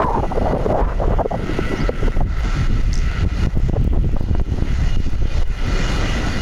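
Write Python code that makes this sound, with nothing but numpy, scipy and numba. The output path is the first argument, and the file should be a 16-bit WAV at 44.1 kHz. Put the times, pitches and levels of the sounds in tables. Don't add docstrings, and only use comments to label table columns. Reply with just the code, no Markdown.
import sys
import numpy as np
from scipy import signal
from scipy.fft import rfft, irfft
from scipy.io import wavfile
from scipy.ndimage import uniform_filter1d
from numba import njit

SR = 44100
rng = np.random.default_rng(int(sys.argv[2]) if len(sys.argv) > 2 else 0)


def digitize_waveform(pressure):
    field = np.atleast_2d(pressure).T
    bounded = np.clip(field, -1, 1)
    quanta = np.round(bounded * 32767).astype(np.int16)
    wavfile.write(sys.argv[1], SR, quanta)


N = 282681
T = np.arange(N) / SR


# t/s, level/dB, upper bass compared with that level/dB, raggedness/0-1, relative speed
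WIND = [(0, -21.5, -5.5, 0.785, .8), (.49, -17, -4, .8, .9), (.75, -18, -5, .8, 1.),
        (.85, -15.5, -17, .8, 1.), (1.17, -14, -14.5, .8, 1.), (1.25, -24, -7, .8, 1.),
        (1.9, -16.5, -4.5, .8, .9), (2.2, -12, -16.5, .8, .9), (2.7, -14.5, -14.5, .6, 1.25),
        (3.2, -16.5, -21, .7, 1.4), (3.55, -14, -24, .9, 1.1), (3.8, -13, -21, .9, .95),
        (4.1, -14, -14.5, .9, .9), (4.35, -14, -17, .9, .9), (4.6, -17.5, -6.5, .9, .9),
        (4.9, -13.5, -28.5, .6, .75), (5.1, -14.5, -15, .8, .8), (5.5, -13.5, -25, .7, .8),
        (5.67, -16.5, -10.5, .3, 1.1), (6.41, -20.5, -4.5, .3, .9)]
# middle t/s, depth/dB, half length/s
RUMBLE_DIPS = [(0.312, 8.5, 0.029), (0.59, 4.5, 0.085), (0.957, 5, 0.053), (1.263, 2, 0.15),
               (1.77, 5.5, 0.03), (1.947, 12, 0.041), (2.126, 19, 0.015), (2.276, 9.5, 0.034),
               (2.351, 6.5, 0.026), (2.5, 4.5, 0.13), (3.136, 13, 0.0096), (3.299, 16, 0.017),
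               (3.37, 6.5, 0.024), (3.511, 17, 0.019), (3.613, 15, 0.0071), (3.717, 14, 0.0075),
               (3.888, 14, 0.014), (3.749, 16, 0.023), (4.112, 5, 0.0174), (4.185, 2.5, 0.011),
               (4.25, 8, 0.03), (4.456, 14, 0.023), (4.68, 4, 0.018), (5.05, 4, 0.0067), (5.297, 14, 0.013),
               (5.565, 10, 0.045)]

def wind_rumble():
    level_db, upper_db, raggedness, speed = curves(WIND)
    level_db -= sum(depth * np.exp(-((T - middle) / half) ** 2) for middle, depth, half in RUMBLE_DIPS)
    gusts = raggedness * wobble(35)
    swirls = sum(gain(db) * unit(band(noise(), hz, .75))
                 for hz, db in [(11, .5), (25, 14), (52, 2.5), (92, -8)])
    travelled = np.cumsum(speed * gain(3.5 * gusts))
    deep = np.interp(travelled / travelled[-1] * (N - 1), np.arange(N), low_pass(swirls, 146.7))
    deep = np.tanh(.75 * even_out(deep, .14))
    flicker_db = 4.7 * gusts + 5.6 * raggedness * wobble(70) + 3.2 * wobble(7.4)
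    upper = gain(flicker_db) * low_pass(band(noise(), 151, 1), 370)
    return gain(level_db) * (unit(deep) + gain(upper_db) * even_out(unit(upper), .15))


# t/s, size of the jump/dB, edge time/ms
AIR_SLAPS = [(2.73, -1.5, 0.76), (3.229, -6, 1.0), (3.241, 0.5, 0.67), (3.251, -2.5, 0.43),
             (3.262, -2.5, 1.0), (3.274, -5.5, 0.91), (3.452, 5.5, 1), (3.471, 1, 0.64), (3.565, -11, 0.39),
             (3.573, 0, 0.59), (3.601, -11.5, 0.38), (3.697, 0.5, 0.45), (3.732, -8.5, 0.33),
             (3.738, -4, 0.35), (3.757, -13, 0.29), (3.769, -13, 0.57), (3.814, -18, 0.18),
             (3.85, -3, 0.54), (3.877, 1.5, 0.47), (3.936, -6, 0.29), (3.946, -7.5, 0.38),
             (3.961, -22, 0.34), (3.976, 0.5, 0.4), (4.045, -3, 0.49), (4.093, -11.5, 0.3),
             (4.167, -9.5, 0.24), (4.21, -4, 0.29), (4.24, -7, 0.62), (4.287, -12, .4), (4.312, -0.5, 0.53),
             (4.351, -3.5, 0.21), (4.398, -9.5, 0.11), (4.415, -0.5, 1), (4.522, -3.5, 0.82),
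             (4.588, -2, 0.59), (4.624, 3.5, 0.76), (4.789, -5, 0.95), (4.971, -1.5, 0.68),
             (5.003, -2, 0.8), (5.138, -9.5, 0.9), (5.227, -6, 1), (5.256, -3, 0.52), (5.388, -7.5, 0.79)]

def wind_slaps():
    build_s, settle_s = .0073, .0043
    out, t = np.zeros(N), np.arange(-2000, 2000) / SR
    swell = np.exp(-np.abs(t) / np.where(t < 0, build_s, settle_s)) / 2
    for middle, db, edge_ms in AIR_SLAPS:
        add(out, middle + t[0], -gain(db) * swell * np.tanh(t * 1000 / edge_ms))
    return out


# t/s, length/s, level/dB, whistle f/Hz, flutter compared with the whistle/dB
AIR_PUFFS = [(0, 0.037, -14, 1036, 7), (0.037, 0.089, -19.5, 1000, -0.5), (0.133, 0.069, -19.5, 910, 2),
             (0.226, 0.035, -23, 717, 9), (0.303, 0.022, -22, 780, -6), (0.353, 0.033, -21, 490, -1.5),
             (0.411, 0.037, -22, 610, -1.5), (0.458, 0.021, -14, 746, -3), (0.485, 0.087, -21, 615, 4.5),
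             (0.59, 0.057, -24.5, 543, 5.5), (0.655, 0.016, -20, 570, 11), (0.691, 0.039, -13.5, 699, -1.5),
             (0.743, 0.028, -17, 735, 0.5), (0.771, 0.042, -18.5, 780, 9), (0.819, 0.035, -27, 900, 2),
             (0.87, 0.06, -29, 1000, 6.5), (0.938, 0.053, -36, 460, 6), (0.995, 0.008, -21.5, 600, 1),
             (1.016, 0.052, -22, 590, 9.5), (1.08, 0.062, -23.5, 593, 19), (1.164, 0.0082, -23, 506, 3),
             (1.189, 0.028, -16, 735, 1), (1.252, 0.016, -21, 453, -4.5), (1.311, 0.015, -19.5, 725, -7),
             (1.341, 0.012, -21, 576, 3), (1.388, 0.18, -33, 448, -3), (1.59, 0.002, -15, 362, -2.5),
             (1.633, .26, -38, 514, -7), (1.716, 0.037, -26, 417, -2), (1.892, 0.0028, -22.5, 520, 5.5),
             (2.021, 0.019, -29, 428, -3), (2.077, 0.011, -27.5, 423, 18), (2.142, 0.038, -29, 354, -6),
             (2.209, 0.0082, -25, 538, 3), (3.205, 0.059, -34.5, 366, -3), (3.418, 0.061, -39.5, 390, 4),
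             (3.554, 0.026, -38.5, 326, 5), (3.686, 0.0075, -28, 420, -8), (3.735, 0.032, -38, 425, 10.5),
             (3.758, 0.0033, -21.5, 415, 6), (3.762, 0.0074, -19.5, 425, -2.5),
             (3.869, 0.013, -34, 365, -17), (3.929, 0.056, -31, 381, 0), (4.165, 0.0042, -28.5, 354, 11),
             (4.194, 0.037, -37, 373, -3), (4.268, 0.05, -39, 353, -7), (4.347, 0.014, -30.5, 350, 1.5),
             (4.4, 0.006, -35, 390, 3), (4.581, 0.011, -33, 320, -3), (4.623, 0.019, -48, 324, -10),
             (5.136, 0.02, -33, 340, -6), (5.217, 0.015, -37, 365, 1), (5.26, 0.016, -42, 327, -1)]

def wind_whistle():
    rise_db_per_s, fall_db_per_s, sag_hz_per_s, still_db = 3028, 1501, 1000, -50.5
    level_db, pitch_hz, flutter_db = np.full(N, still_db), np.zeros(N), np.zeros(N)
    for start, length, db, hz, puff_flutter_db in AIR_PUFFS:
        before, after = np.maximum(start - T, 0), np.maximum(T - start - length, 0)
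        level_db = np.maximum(level_db, db - rise_db_per_s * before - fall_db_per_s * after)
        begun = before < .005
        pitch_hz = np.where(begun, hz - sag_hz_per_s * np.clip(T - start, 0, length), pitch_hz)
        flutter_db[begun] = puff_flutter_db
    torn = gain(.49 * wobble(43) + 2.1 * wobble(150))
    pitch_hz *= 1 + .03 * wobble(40)
    whistle = unit(band(band(noise(), pitch_hz, .13), pitch_hz, .29))
    flutter = unit(band(band(noise(), 458, .81), 603, 1.08))
    flow = torn * low_pass(whistle + gain(flutter_db) * flutter, 1540)
    return gain(level_db) * even_out(unit(flow), .05)


# t/s, level/dB, f/Hz
SMALL_SWIRLS = [(0.23, -11, 560), (0.317, -16, 770), (0.38, -5, 477), (0.411, -13, 420), (0.463, -7, 750),
                (0.533, -6.5, 467), (0.662, 2, 475), (0.696, -19, 720), (0.746, -11, 696),
                (0.901, -32, 371), (1.001, -14, 610), (1.02, -13, 664), (1.078, -10, 358),
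                (1.132, -20, 620), (1.188, -14, 750), (1.257, -4, 476), (1.317, -9, 730), (1.341, -10, 640),
                (1.494, -9.5, 306), (1.592, -11.5, 377), (1.737, -5.5, 286), (1.892, -3.5, 476),
                (2.03, -12, 445), (2.08, -12, 398), (2.165, -19, 316), (2.206, -13, 676)]

def wind_snaps():
    out, t = np.zeros(N), np.arange(int(.06 * SR)) / SR
    rise_s, fade_s = .0005, .005
    shape = (1 - np.exp(-t / rise_s)) ** 2 * np.exp(-(t / fade_s) ** 1.5)
    for start, db, hz in SMALL_SWIRLS:
        side, slide = noise(2)
        cycles = hz * t * (1 + .02 * slide * hz * t)
        add(out, start, np.sign(side) * gain(db) * shape * np.sin(2 * np.pi * cycles))
    return out


# t/s, length/s, level/dB, centre f/Hz
AIR_RASPS = [(.0, 0.033, -29.5, 1470), (0.13, 0.046, -41, 1500), (0.767, 0.057, -33.5, 1350),
             (0.825, 0.05, -36.5, 1160), (0.875, 0.055, -37, 1210), (1.003, 0.18, -41, 1200)]

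def wind_rasp():
    out = np.zeros(N)
    for start, length, db, hz in AIR_RASPS:
        n = int((length + .014) * SR)
        burst = unit(band(band(noise(n), hz, .65), hz, .66))
        add(out, start, gain(db) * signal.windows.tukey(n, .4) * burst)
    return out * gain(2.8 * wobble(120))


# low rings/dB, high rings/dB,
# hiss under 1.2 kHz/dB, hiss from 2.2 to 3.5 kHz/dB, hiss over 8 kHz/dB
ROLLING = [(0, -43, -6, -7, 0, -4, 8), (.25, -41, 4.5, 3, 3, 2, 7), (.5, -37, 5.5, 3.5, 0, -1, 4.5),
           (.8, -33.5, 3, -9, -15, 1, 1.5), (1.2, -43.5, 5.5, -4, -18, 2.5, 2),
           (1.36, -38.5, 7.5, -7, 2.5, 1.5, 2.5), (1.57, -32.5, 7, 0, 1.5, 4.5, 3.5),
           (1.9, -33, 9.5, -5, 3.5, 2.5, 0), (2.2, -30.5, 4.5, -13, 0, 0, 1),
           (2.55, -29.5, 3, 2.5, 0.5, -1, -3.5), (2.9, -34.5, -1.5, 2, -2, -1, -0.5),
           (3.2, -32.5, 5.5, -0.5, -0.5, 2, -0.5), (3.45, -27.5, -3.5, 2, -1, -3, -0.5),
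           (3.9, -43.5, -4.5, -14, 0.5, 4, -2), (4.35, -42.5, -4, 5, 3, -1, 1),
           (4.73, -34.5, 0, -1, 0, 1, 0.5), (4.9, -32, -3, 4, 0, -4, -1.5), (5.25, -35, 0, 4.5, 0, 1.5, -1),
           (5.37, -30.5, -7, 1.5, 2, -2, -2), (5.55, -31, 1, 1.5, -0.5, 0.5, 1.5),
           (5.85, -26, -3, 4, 0.5, -2, -5.5), (6.13, -26, 2, 0.5, 0.5, 2.5, 0),
           (6.41, -27, -4, 3.5, 0, -3, -3)]
# f/Hz, level/dB
GRIT_TONE = [(200, -9), (350, 8), (700, 5), (1100, -0.5), (1400, 4), (1700, -1), (2000, 5), (2300, -4),
             (2800, -0.5), (3300, -5.5), (6200, -11), (6850, -11), (7500, -19.5), (8500, -26.5),
             (9500, -23), (10600, -24.5), (12000, -28.5), (15800, -40)]
# f/Hz, rough width/Hz, boost/dB
FRAME_RINGS = [(1340, 50, 7), (1450, 35, 6), (1575, 35, 2), (1880, 40, 0), (1972, 36, 5.5), (2072, 35, 2),
               (2150, 40, 1), (2450, 36, 7), (2872, 30, 6.5), (3160, 40, 1), (3425, 60, 1), (3540, 50, 0),
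               (4074, 24, 7), (4362, 36, 5), (4640, 24, 7), (5105, 70, 0), (5440, 70, 1), (5873, 45, 1),
               (6093, 50, 3), (6345, 58, 1), (6530, 60, 2), (9500, 160, 1), (9950, 120, 0), (10420, 140, 2)]
# t/s, depth/dB
GUST_DROPS = [(0.531, 10.5), (.728, 12), (.812, 18), (1.215, 5), (1.894, 11), (2.086, 9.5), (2.177, 7.5),
              (2.211, 10.5), (2.24, 8), (2.672, 8), (2.819, 4.5), (3.248, 14), (3.464, 16.5), (3.544, 8),
              (3.699, 5), (4.409, 7), (4.913, 2.5), (4.964, 10), (5.072, 5.5), (5.157, 6.5), (5.388, 3),
              (5.434, 15.5), (6.195, 1)]

def rolling_wheels():
    level_db, low_ring_db, high_ring_db, low_db, mid_db, top_db = curves(ROLLING)
    grit = noise() * gain(3.7 * np.minimum(rng.exponential(size=N), 6))
    grit *= gain(.15 * wobble(28.11))
    tone_hz, tone_db = np.transpose(GRIT_TONE)
    freqs = np.maximum(np.arange(N // 2 + 1) * SR / N, 1)
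    spectrum = rfft(grit) * gain(np.interp(np.log(freqs), np.log(tone_hz), tone_db, left=-99))
    shaking = np.roll(irfft(spectrum, N), N // 2)
    rings = hiss = 0
    for hz, width_hz, db in FRAME_RINGS:
        pitch_hz = hz * (1 + .002 * wobble(14))
        ring = band(band(shaking, pitch_hz, 1.14 * width_hz / hz), pitch_hz, 5 * width_hz / hz)
        boost_db = low_ring_db if hz < 2200 else high_ring_db
        rings += gain(db + boost_db + 1.5 * wobble(24)) * ring
    edges_hz = [0, 600, 1200, 1650, 2200, 2800, 3500, 5000, 8000, SR]
    boosts_db = [low_db, low_db, 0, 0, mid_db, mid_db, 0, 0, top_db]
    for low, high, boost_db in zip(edges_hz, edges_hz[1:], boosts_db):
        hiss_slice = irfft(spectrum * ((freqs > low) & (freqs <= high)), N)
        hiss += gain(1.5 * wobble(18) + boost_db) * hiss_slice
    drop_s, creep_back_s = .0012, .089
    for start, depth_db in GUST_DROPS:
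        since = np.maximum(T - start + drop_s / 2, 0)
        level_db -= depth_db * np.minimum(since / drop_s, 1) * np.exp(-since / creep_back_s)
    return gain(level_db) * unit(hiss + rings)


# t/s, peak level/dB, f/Hz
RATTLE_HITS = [(2.9306, -17.5, 5030), (2.93, -43, 10800), (2.94, -19, 6460), (2.9543, -20, 5730),
               (2.966, -29, 5600), (2.977, -22, 5900), (2.988, -26, 5900), (2.9994, -35, 5690)]

def rattle():
    out, t = np.zeros(N), np.arange(int(.012 * SR)) / SR
    shape = (1 - np.exp(-t / .0002)) * np.exp(-t / .0014)
    for start, db, hz in RATTLE_HITS:
        click = band(band(noise(len(t)) * shape, hz, .28), hz, .28)
        add(out, start, gain(db) * click / np.abs(click).max())
    return out


# t/s, level/dB, start f/Hz, end f/Hz, length/ms
BIRD_NOTES = [(1.758, -45, 4950, 6550, 32), (1.790, -42, 3900, 5530, 32), (1.862, -40.5, 3450, 4800, 19)]
# delay/s, level change/dB
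BIRD_ECHOES = [(0, -1), (.0125, 0), (.027, -11)]

def bird():
    out = np.zeros(N)
    hoarse = gain(4.5 * wobble(300))
    for start, db, from_hz, to_hz, ms in BIRD_NOTES:
        hz = np.linspace(from_hz, to_hz, int(ms * SR / 1000))
        note = np.sin(2 * np.pi * np.cumsum(hz) / SR) * hoarse[int(start * SR):][:len(hz)]
        note = signal.windows.tukey(len(hz), .6) * unit(note)
        for delay, echo_db in BIRD_ECHOES:
            add(out, start + delay, gain(db + echo_db) * note)
    return out


# t/s, level/dB, f/Hz, length/s
THIN_SQUEAKS = [(0.557, -62, 9400, .05), (2.37, -57, 11700, .04)]

def squeaks():
    out = np.zeros(N)
    for start, db, hz, length in THIN_SQUEAKS:
        n = int(length * SR)
        squeak = unit(band(band(noise(n), hz, .01), hz, .02))
        add(out, start, gain(db) * np.hanning(n) * squeak)
    return out


# t/s, peak level/dB
CLEAR_TICKS = [(0.0437, -30), (0.7406, -42), (0.7725, -41), (0.805, -38), (0.9217, -44), (1.1138, -46),
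               (1.1891, -41), (1.21, -42), (2.2063, -48), (2.2232, -36), (2.6718, -46), (2.8065, -42),
               (2.832, -39), (3.002, -42), (3.2609, -42), (3.5412, -45), (3.5792, -32), (3.5991, -37),
               (3.682, -48), (3.696, -47), (3.8121, -40), (3.8439, -29), (3.874, -33), (3.9269, -42),
               (3.9414, -48), (4.0256, -45), (4.1329, -42), (4.1425, -44), (4.1968, -38), (4.2092, -37),
               (4.2287, -38), (4.3549, -43), (4.4023, -45), (4.4144, -40), (4.6338, -44), (4.7281, -46),
               (4.997, -41), (5.008, -41), (5.1032, -36), (5.253, -43), (5.4285, -45), (5.4768, -38),
               (5.666, -38)]

def ticks(sound):
    threshold, faint_db, fade_s = .21, -43, .0006
    peaks = signal.find_peaks(np.abs(low_pass(sound, 1200)), height=threshold, distance=90)[0]
    out, hiss = np.zeros(N), noise()
    out[peaks] = gain(faint_db) * np.abs(hiss[peaks]) * sound[peaks] / threshold
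    t = np.arange(int(6 * fade_s * SR)) / SR
    for start, db in CLEAR_TICKS:
        tick = hiss[int(start * SR):][:len(t)] * np.exp(-t / fade_s)
        add(out, start, gain(db) * tick / np.abs(tick).max())
    return out


@njit
def limiter(x, ceiling, recover_s):
    out, peak = np.empty(len(x)), ceiling
    keep = np.exp(-1 / (recover_s * SR))
    for i in range(len(x)):
        peak = max(abs(x[i]), ceiling + (peak - ceiling) * keep)
        out[i] = x[i] * ceiling / peak
    return out


def noise(n=N):
    return rng.standard_normal(n)


def gain(db):
    return 10 ** (np.asarray(db) / 20)


def unit(x):
    return x / np.sqrt(np.mean(x ** 2))


def even_out(x, seconds):
    return x / np.sqrt(uniform_filter1d(x ** 2, int(seconds * SR)) + 1e-3)


def curves(table):
    times, *columns = np.transpose(table)
    return [np.interp(T, times, column) for column in columns]


def wobble(per_second):
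    hold = int(SR / per_second)
    steps = np.repeat(noise(N // hold + 1), hold)
    return unit(uniform_filter1d(uniform_filter1d(steps, hold), hold)[:N])


@njit
def band(x, hz, width):
    tuning = np.tan(np.pi * (hz + np.zeros(len(x))) / SR)
    out, mid, low = np.empty(len(x)), 0., 0.
    for i, step in enumerate(tuning):
        swing = (mid + step * (x[i] - low)) / (1 + step * (step + width))
        out[i] = width * swing
        mid, low = 2 * swing - mid, low + 2 * step * swing
    return out


def low_pass(x, hz):
    return signal.sosfilt(signal.butter(4, hz, fs=SR, output="sos"), x)


def add(out, start, sound):
    i = int(start * SR)
    out[i:i + len(sound)] += sound[:N - i]


def scene():
    wind = wind_rumble() + wind_slaps() + wind_whistle() + wind_snaps() + wind_rasp()
    return (wind + rolling_wheels() + rattle() + bird() + squeaks())[None]


def record(dry):
    bottom_hz, top_hz, hiss_db = 6, 15800, -69
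    sound = limiter(dry[0], ceiling=float(gain(-7.5)), recover_s=.012)
    sound = signal.sosfilt(signal.butter(1, bottom_hz, "high", fs=SR, output="sos"), sound)
    sound = sound + ticks(sound) + gain(hiss_db) * noise()
    return signal.sosfilt(signal.ellip(8, .2, 70, top_hz, fs=SR, output="sos"), sound)[None]


dry = scene()
out = record(dry)
digitize_waveform(out)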